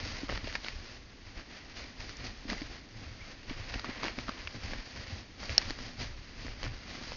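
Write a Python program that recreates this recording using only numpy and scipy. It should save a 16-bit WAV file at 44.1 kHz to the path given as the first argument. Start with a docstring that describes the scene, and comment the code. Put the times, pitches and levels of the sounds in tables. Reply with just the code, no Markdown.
"""A quiet room with a blanket over a soft bed, where a kitten rolls and scrabbles, heard by one small microphone.
Fur and paws rub the cloth: shaped hiss and clumped fibre clicks, swelling and fading with each stroke.
The weight shoves the bedding (lumpy low noise); paw pats and body drops are short decaying sines.
Claws catch threads in brief ringing crackles, taut cloth squeaks faintly as a wavering tone,
and once something small and hard snaps sharply: a handful of modes over the steady room noise."""
import sys
import numpy as np
from scipy import signal
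from scipy.fft import rfft, irfft
from scipy.io import wavfile

SR = 44100
rng = np.random.default_rng(int(sys.argv[2]) if len(sys.argv) > 2 else 0)


def materialize(psi):
    """Save the field psi as 16-bit PCM at rate SR to the path in sys.argv[1].

    A 1-D psi becomes a single channel; in a 2-D psi each row is a channel.
    """
    bounded = np.clip(np.atleast_2d(psi).T, -1, 1)
    quanta = np.round(bounded * 32767).astype(np.int16)
    wavfile.write(sys.argv[1], SR, quanta)


N = 315756

# Strokes of paw or flank over the cloth: start_s (at full strength), hold_s, rub_level_db,
# fur_hiss_db (against the rubbing), weight_level_db (on the bedding), padding_level_db
STROKES = [(0.045, 0.038, -51.5, 2.2, -44, -50), (0.099, 0.097, -50, -1.5, -46, -55.2),
           (0.301, 0.059, -43.5, -6.0, -40.8, -44.5), (0.454, 0.049, -46.3, -3.7, -48, -53),
           (0.543, 0.018, -49, -1, -52, -67), (0.633, 0.047, -49.5, -1, -57, -56.7),
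           (0.699, 0.104, -54.5, -2, -46, -65), (0.835, 0.12, -53.5, -1.7, -56.1, -65),
           (1.266, 0.019, -55, -4.5, -51, -69), (1.374, 0.024, -50.5, -6.5, -47, -54.9),
           (1.502, 0.069, -53, -3, -57, -57), (1.611, 0.112, -58.7, -6, -56, -63),
           (1.769, 0.046, -47.5, -2, -54, -61.7), (1.834, 0.065, -60.5, -2, -47.5, -58.5),
           (2.003, 0.013, -50.5, -0.7, -44, -53.5), (2.043, 0.04, -55, -1.5, -63, -54.5),
           (2.097, 0.0054, -51, 0.5, -45, -58), (2.19, 0.019, -50, -4.5, -41.5, -54),
           (2.252, 0.009, -46, -2, -44, -49.5), (2.501, 0.025, -43.5, -3.5, -38, -43.5),
           (2.557, 0.101, -52, -2, -44.5, -58.5), (2.706, 0.054, -52.5, -3, -50, -57.4),
           (2.973, 0.058, -56, -3, -48, -55.5), (3.041, 0.199, -56.5, -4.4, -56, -62),
           (3.259, 0.06, -53.5, -2, -61, -53), (3.497, 0.014, -46.5, -6, -40.6, -53),
           (3.568, 0.075, -51, -4, -42, -55), (3.687, 0.005, -46, -5, -60, -54),
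           (3.749, 0.007, -43, -5, -38, -48), (3.858, 0.05, -44.5, -13, -48, -51.5),
           (3.962, 0.042, -48.5, -16, -56, -53), (4.045, 0.025, -39.5, -8, -42.5, -44.5),
           (4.19, 0.007, -48.7, -1.5, -47, -47), (4.29, 0.005, -46, -5.0, -45, -48.1),
           (4.378, 0.025, -51, -5, -59, -56), (4.414, 0.151, -57, -1.5, -51, -68),
           (4.555, 0.0072, -55, -2, -47.7, -49), (4.636, 0.086, -48.0, -3, -41, -52),
           (4.736, 0.063, -49.5, -5, -46, -59), (4.862, 0.045, -53.5, 0, -51, -58.5),
           (4.963, 0.075, -50, -2.8, -45, -54), (5.086, 0.11, -52, -1.2, -49.5, -54.5),
           (5.404, 0.056, -49, -0.8, -47, -52), (5.505, 0.014, -43.5, -2.3, -41.5, -50.5),
           (5.582, 0.045, -46, -4.5, -49, -51), (5.655, 0.059, -47.0, -2, -42.5, -52),
           (5.788, 0.11, -51.5, 0.3, -48.5, -51), (6.001, 0.014, -46, -1, -46, -48.5),
           (6.017, 0.015, -48, 0, -42.5, -59), (6.073, 0.11, -64, -6, -49, -66.0),
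           (6.391, 0.114, -54, -2, -46, -55.5), (6.642, 0.0092, -43, -6.5, -36, -48),
           (6.891, 0.095, -52.0, -1.7, -53, -51.5), (7.03, 0.1, -51.9, -0.2, -62.0, -63)]
# Restlessness between strokes: time_s, rub_level_db, weight_level_db (on the bedding)
RESTLESS = [(0.0, -46.5, -43.5), (0.8, -62, -55.5), (1.59, -58.5, -55), (2.39, -56.5, -54.5),
            (3.18, -61, -53), (3.98, -51.5, -53), (4.77, -58, -55.5), (5.57, -59.8, -53.5),
            (6.36, -55.5, -52), (7.16, -52, -46.5)]
# Spectrum of rubbed cloth: frequency_hz, relative_level_db (per Hz)
CLOTH_SPECTRUM = [(290, -19), (500, -4.5), (624, -4), (744, -7), (1100, -5), (1200, -5.5), (1540, -4.5),
                  (1900, -0.5), (3610, -7), (4700, -1.5), (6550, -13), (7000, -24), (9100, -53.5),
                  (15400, -120)]
# Spectrum of the shoved bedding: frequency_hz, relative_level_db (per Hz)
BEDDING_SPECTRUM = [(11, -32.5), (18, 5.5), (32, 2.5), (92, -4), (113, -3.5), (160, -18), (210, -57),
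                    (350, -120)]
# Spectrum of the padding under the paws: frequency_hz, relative_level_db (per Hz)
PADDING_SPECTRUM = [(88, -29.5), (150, -11.5), (167, -5.5), (243, 2), (403, -10), (613, -14.5),
                    (800, -10.5), (1040, -48.5), (1760, -120)]
# Claws catching threads: start_s, ring_peak_db, ring_hz, crackle_t60_s,
# crack_db and tug_db (both against the ring peak, before their own shaping)
CLAW_CATCHES = [(.2915, -30, 1390, 0.006, -17, 3), (0.2968, -26.5, 1760, 0.011, -16, 1.5),
                (0.325, -31, 1900, 0.0055, -11, 5.5), (0.358, -36, 1090, 0.0063, -13, -16),
                (.376, -29.5, 1750, .006, -4.5, -21), (0.4433, -37.5, 2290, 0.015, -9, -18),
                (.4743, -32, 2120, 0.0044, -9.5, 5.5), (0.5264, -40.5, 2380, .01, 5.5, -20),
                (.5522, -23.5, 1780, 0.035, -6.5, -22), (0.6465, -29.5, 3000, 0.0041, -2, -4.5),
                (0.663, -34.5, 1430, 0.021, -8.5, -12), (0.6844, -31.5, 2100, 0.0029, 7.5, -27),
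                (1.3966, -42, 1470, 0.018, -12.5, -20), (2.0047, -39, 2060, .018, -4, -20),
                (2.0933, -38.5, 2030, 0.0099, -1, -14), (2.169, -34.5, 5130, 0.014, -21, -24),
                (2.5006, -32.5, 1970, .012, 3, -10), (2.509, -34.5, 2200, .01, -6.5, -11),
                (2.531, -29, 1220, 0.0039, -9.5, 1), (2.6187, -37, 2230, 0.014, -5.5, -11),
                (3.498, -32.5, 2780, 0.017, -25, -12), (3.7399, -30, 2600, .026, -7, -18),
                (3.7544, -39, 2190, 0.006, 0, -17), (3.795, -29.5, 4200, 0.013, -2.5, -17),
                (3.8445, -28.5, 1350, 0.017, -12, -17), (3.9484, -37, 1890, .008, -18, -15),
                (4.033, -23.5, 1110, 0.0083, -11, -27), (4.0483, -29, 1120, 0.01, -10.5, -18),
                (4.063, -35, 2260, .019, -6.5, -3), (4.0822, -31.5, 2320, 0.011, -1.5, -15),
                (4.187, -29, 2400, .015, -7.5, 1.5), (4.2828, -29.5, 1340, 0.008, -11, -12),
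                (4.2915, -27.5, 1250, .02, -12.5, -24), (4.4733, -26.5, 2270, 0.015, -8.5, -26),
                (4.7344, -29.5, 1870, 0.007, -16, -1), (5.431, -40.5, 2090, 0.011, -0.5, -8),
                (5.4946, -30.5, 2360, .007, -3.5, 2.5), (5.622, -37, 2860, .01, -7.5, -14),
                (5.6542, -35.5, 2460, 0.013, -13.5, -6), (5.7066, -21, 4460, 0.0068, -7.5, -8.5),
                (5.7886, -36.5, 1960, .004, 1.5, -3), (6.0158, -37.5, 2260, 0.036, -7, -8),
                (6.4658, -31.5, 4580, .01, -2, -14), (6.482, -34, 2000, 0.0066, -15.5, -1.5),
                (6.6308, -33.5, 4530, .012, 5, -15.5), (6.648, -30, 5040, 0.0041, -12, -10),
                (6.665, -35, 1620, 0.0058, -14, -2), (7.1196, -33, 2060, .005, -5.5, 4)]
# Paw pats on the bed: start_s, level_db (before swell and decay), ring_hz
PAW_PATS = [(.233, -27, 276), (.442, -34.5, 258), (2.453, -34, 270), (2.519, -29, 244), (2.617, -29, 283),
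            (3.509, -29.5, 259), (3.846, -45, 248), (3.891, -28.5, 256), (4.047, -30, 326),
            (4.182, -28.5, 249), (4.289, -31, 243), (4.722, -35, 224), (5.704, -35.5, 277),
            (6.447, -35.5, 276), (6.618, -51, 294)]
# The body drops its weight on the bed: start_s, level_db (before swell and decay), ring_hz
BODY_THUMPS = [(.286, -32, 45.8), (.429, -30, 94.2), (1.366, -32, 48), (2.506, -35, 125),
               (2.508, -47, 51.4), (2.952, -35.5, 108), (3.594, -33, 91), (4.454, -31, 71),
               (4.545, -34, 110.5), (5.124, -26, 92), (5.496, -26.5, 72.5), (5.774, -50, 86.1),
               (5.982, -36, 116), (6.638, -45, 67.3)]
# Modes of the small hard object: mode_hz, level_db (before swell and decay), t60_s
SNAP_MODES = [(670, -17.5, .0125), (1700, -14, .009), (2900, -2, .0045), (4240, -11.5, .015),
              (4430, -3.5, .009), (5260, 2.5, .0065), (5420, -2, .009)]
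# Faint squeaks of taut cloth: start_s, length_s, pitch_hz, level_db
SQUEAKS = [(2.569, 0.025, 2100, -47), (3.197, 0.045, 2210, -52), (4.97, 0.044, 1900, -54)]
# Spectrum of the room noise: frequency_hz, relative_level_db (per Hz)
ROOM_SPECTRUM = [(12, -34.5), (20, 1), (73, -5.5), (165, -5.5), (256, -1.5), (872, -20), (1960, -25.5),
                 (3440, -19), (4850, -28.5), (6350, -22.5), (7000, -37), (9100, -67.5), (15400, -120)]

SWELL_DB_PER_S, FADE_DB_PER_S = 482.5, 212  # before and after each stroke's hold
FUR_REST_DB, PAD_REST_DB = -3.5, -9.5  # between strokes: fur against rubbing, padding against weight
PAT_T60_S, THUMP_T60_S = 0.048, 0.11
SNAP_S = 5.5797
ROOM_DB = -57.5
OVERLOAD = 0.7  # sample value where the microphone path clips
CUTOFF_HZ, TOP_HZ = 7250, 16800  # stopband edges before and after the clipping


def from_db(db):
    """Decibels to gain."""
    return 10 ** (np.asarray(db) / 20)


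def rms_one(x):
    """Scale to rms 1."""
    return x / np.sqrt(np.mean(x ** 2) + 1e-20)


def in_time(rows):
    """Draw straight lines through a curve table: each column at every sample."""
    s, *columns = np.transpose(rows)
    return [np.interp(np.arange(N) / SR, s, column) for column in columns]


def drift(rate_hz):
    """Slow random wander of rms 1: coarse noise through a double one-pole low-pass."""
    step = 20  # samples between coarse points
    pole = np.exp(-2 * np.pi * rate_hz * step / SR)
    noise = rng.standard_normal(N // step + 2002)
    slow = signal.lfilter([1], [1, -2 * pole, pole ** 2], noise)[2000:]  # skip the filter's start-up
    return np.interp(np.arange(N) / step, np.arange(len(slow)), rms_one(slow))


def colour(x, spectrum):
    """Give x a spectrum with its minimum phase, so that nothing sounds early; rms 1."""
    hz, db = np.transpose(spectrum)
    grid = np.maximum(np.fft.rfftfreq(8192, 1 / SR), 1)
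    log_gain = np.interp(np.log(grid), np.log(hz), db) * np.log(10) / 20
    cepstrum = irfft(log_gain)
    # Folding the cepstrum onto positive time makes the phase minimum.
    cepstrum[1:4096] *= 2
    cepstrum[4097:] = 0
    impulse = irfft(np.exp(rfft(cepstrum)))
    return rms_one(signal.fftconvolve(x, impulse)[:N])


def ringing(hz, t60, rise_s):
    """A sine that swells over rise_s and loses 60 dB in t60 seconds; height 1 before both."""
    t = np.arange(round(t60 * SR)) / SR
    swell = -np.expm1(-t / rise_s)
    return np.sin(2 * np.pi * hz * t) * from_db(-60 * t / t60) * swell


def add(out, s, sound):
    """Mix a sound into out from time s on."""
    at = round(s * SR)
    out[at:at + len(sound)] += sound[:N - at]


def motion(rest_db, peaks_db):
    """Each stroke swells, holds and fades, straight in dB; powers add over the resting level."""
    t, power = np.arange(0, N + 64, 64) / SR, 0
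    for (s, hold_s, *_), db in zip(STROKES, peaks_db):
        swell_loss_db = SWELL_DB_PER_S * np.maximum(s - t, 0)
        fade_loss_db = FADE_DB_PER_S * np.maximum(t - s - hold_s, 0)
        power = power + from_db(db - swell_loss_db - fade_loss_db) ** 2
    return 10 * np.log10(np.interp(np.arange(N) / SR, t, power) + from_db(rest_db) ** 2)


def fibres(per_s, spread_db, clump_db):
    """Tiny slips of fibre over fibre: random clicks of uneven size that come in clumps; rms 1."""
    size_db = spread_db * np.minimum(rng.exponential(1, N), 4)
    sizes = from_db(size_db) * rng.choice([-1, 1], N)
    chance = per_s * from_db(clump_db * drift(25)) / SR
    return rms_one(sizes * (rng.random(N) < chance))


def rubbing(rub_db, fur_db):
    """Smooth hiss plus fibre slips through the cloth; the top band is the finer hiss of the fur."""
    hiss = rng.standard_normal(N) * from_db(1.0 * drift(43))
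    slips = fibres(per_s=550, spread_db=4, clump_db=6.5)
    grain = 0.49 * from_db(0.5 * (rub_db - rub_db.mean()))  # harder strokes crackle more
    friction = (hiss + grain * slips) / np.sqrt(1 + grain ** 2)
    cloth = colour(friction, CLOTH_SPECTRUM)
    high_pass = signal.butter(3, 3300, "high", fs=SR, output="sos")
    fur = signal.sosfiltfilt(high_pass, cloth)
    return from_db(rub_db) * rms_one(cloth - fur) + from_db(fur_db) * rms_one(fur)


def bedding(shove_db, pad_db):
    """The weight rolls the bedding in low lumps; the padding under the paws murmurs above them."""
    lumps = rng.standard_normal(N) * from_db(2 * drift(8))
    shove = colour(lumps, BEDDING_SPECTRUM)
    slips = fibres(per_s=100, spread_db=2, clump_db=4)
    pad = colour(rng.standard_normal(N) + 1.47 * slips, PADDING_SPECTRUM)
    return from_db(shove_db) * shove + from_db(pad_db) * pad


def claws():
    """A plucked thread slips free in a short crackle: heard bright, through a brief ring, and as a dull tug."""
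    out, cracks = np.zeros(N), np.zeros(N)
    bursts = rng.standard_normal((len(CLAW_CATCHES), 900))
    for (s, db, hz, t60, crack_db, tug_db), burst in zip(CLAW_CATCHES, bursts):
        crackle = from_db(-60 * np.arange(900) / SR / t60) * burst
        crackle[0] = 2.7  # a firm first slip
        ring = np.convolve(crackle, ringing(hz, 7.5 / hz, rise_s=0.0001))
        tug = -ringing(520, 0.01, rise_s=0.00031)
        add(cracks, s, from_db(db + crack_db) * crackle)
        add(out, s, from_db(db) * ring / np.abs(ring).max())
        add(out, s, from_db(db + tug_db) * tug)
    return out + cracks.std() * colour(cracks, CLOTH_SPECTRUM)


def soft_blows(events, t60, rise_s):
    """A soft blow sets the bedding and the air under it ringing for a few cycles."""
    out = np.zeros(N)
    for s, db, hz in events:
        add(out, s, from_db(db) * ringing(hz, t60, rise_s))
    return out


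def snap():
    """One hard contact, swelling over a millisecond, rings all modes of the small object at once."""
    out = np.zeros(N)
    for hz, db, t60 in SNAP_MODES:
        add(out, SNAP_S, from_db(db) * ringing(hz, t60, rise_s=0.001))
    return out


def squeaks():
    """Stick and slip turns regular for a moment: a near tone that wavers in pitch and level."""
    out, waver, flutter = np.zeros(N), drift(36.3), drift(60)
    for s, length_s, hz, db in SQUEAKS:
        span = slice(round(s * SR), round((s + length_s) * SR))
        pitch_hz = hz * (1 + 0.04 * waver[span])
        phase = 2 * np.pi * np.cumsum(pitch_hz) / SR
        envelope = np.sqrt(2 * np.hanning(len(phase)))
        out[span] += from_db(db + 1.3 * flutter[span]) * envelope * np.sin(phase)
    return out


def room_noise():
    """The quiet room: steady noise with a fixed spectrum."""
    return from_db(ROOM_DB) * colour(rng.standard_normal(N), ROOM_SPECTRUM)


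def scene():
    """All sources over the steady room noise, alike in both channels."""
    rest_db, weight_db = in_time(RESTLESS)
    rub, fur, weight, pad = np.transpose(STROKES)[2:]
    rub_db = motion(rest_db, rub)
    fur_db = motion(rest_db + FUR_REST_DB, rub + fur)
    shove_db = motion(weight_db, weight)
    pad_db = motion(weight_db + PAD_REST_DB, pad)
    kitten = rubbing(rub_db, fur_db) + bedding(shove_db, pad_db) + claws()
    pats = soft_blows(PAW_PATS, PAT_T60_S, rise_s=0.0004)
    thumps = soft_blows(BODY_THUMPS, THUMP_T60_S, rise_s=0.006)
    mono = kitten + pats + thumps + snap() + squeaks() + room_noise()
    return np.array([mono, mono])


def record(dry):
    """The microphone path ends steeply; peaks past OVERLOAD clip and splash above that; the very top is cut."""
    narrow = signal.sosfilt(signal.cheby2(20, 40, CUTOFF_HZ, fs=SR, output="sos"), dry)
    clipped = np.clip(narrow, -OVERLOAD, OVERLOAD)
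    return signal.sosfilt(signal.cheby2(12, 60, TOP_HZ, fs=SR, output="sos"), clipped)


dry = scene()
out = record(dry)
materialize(out)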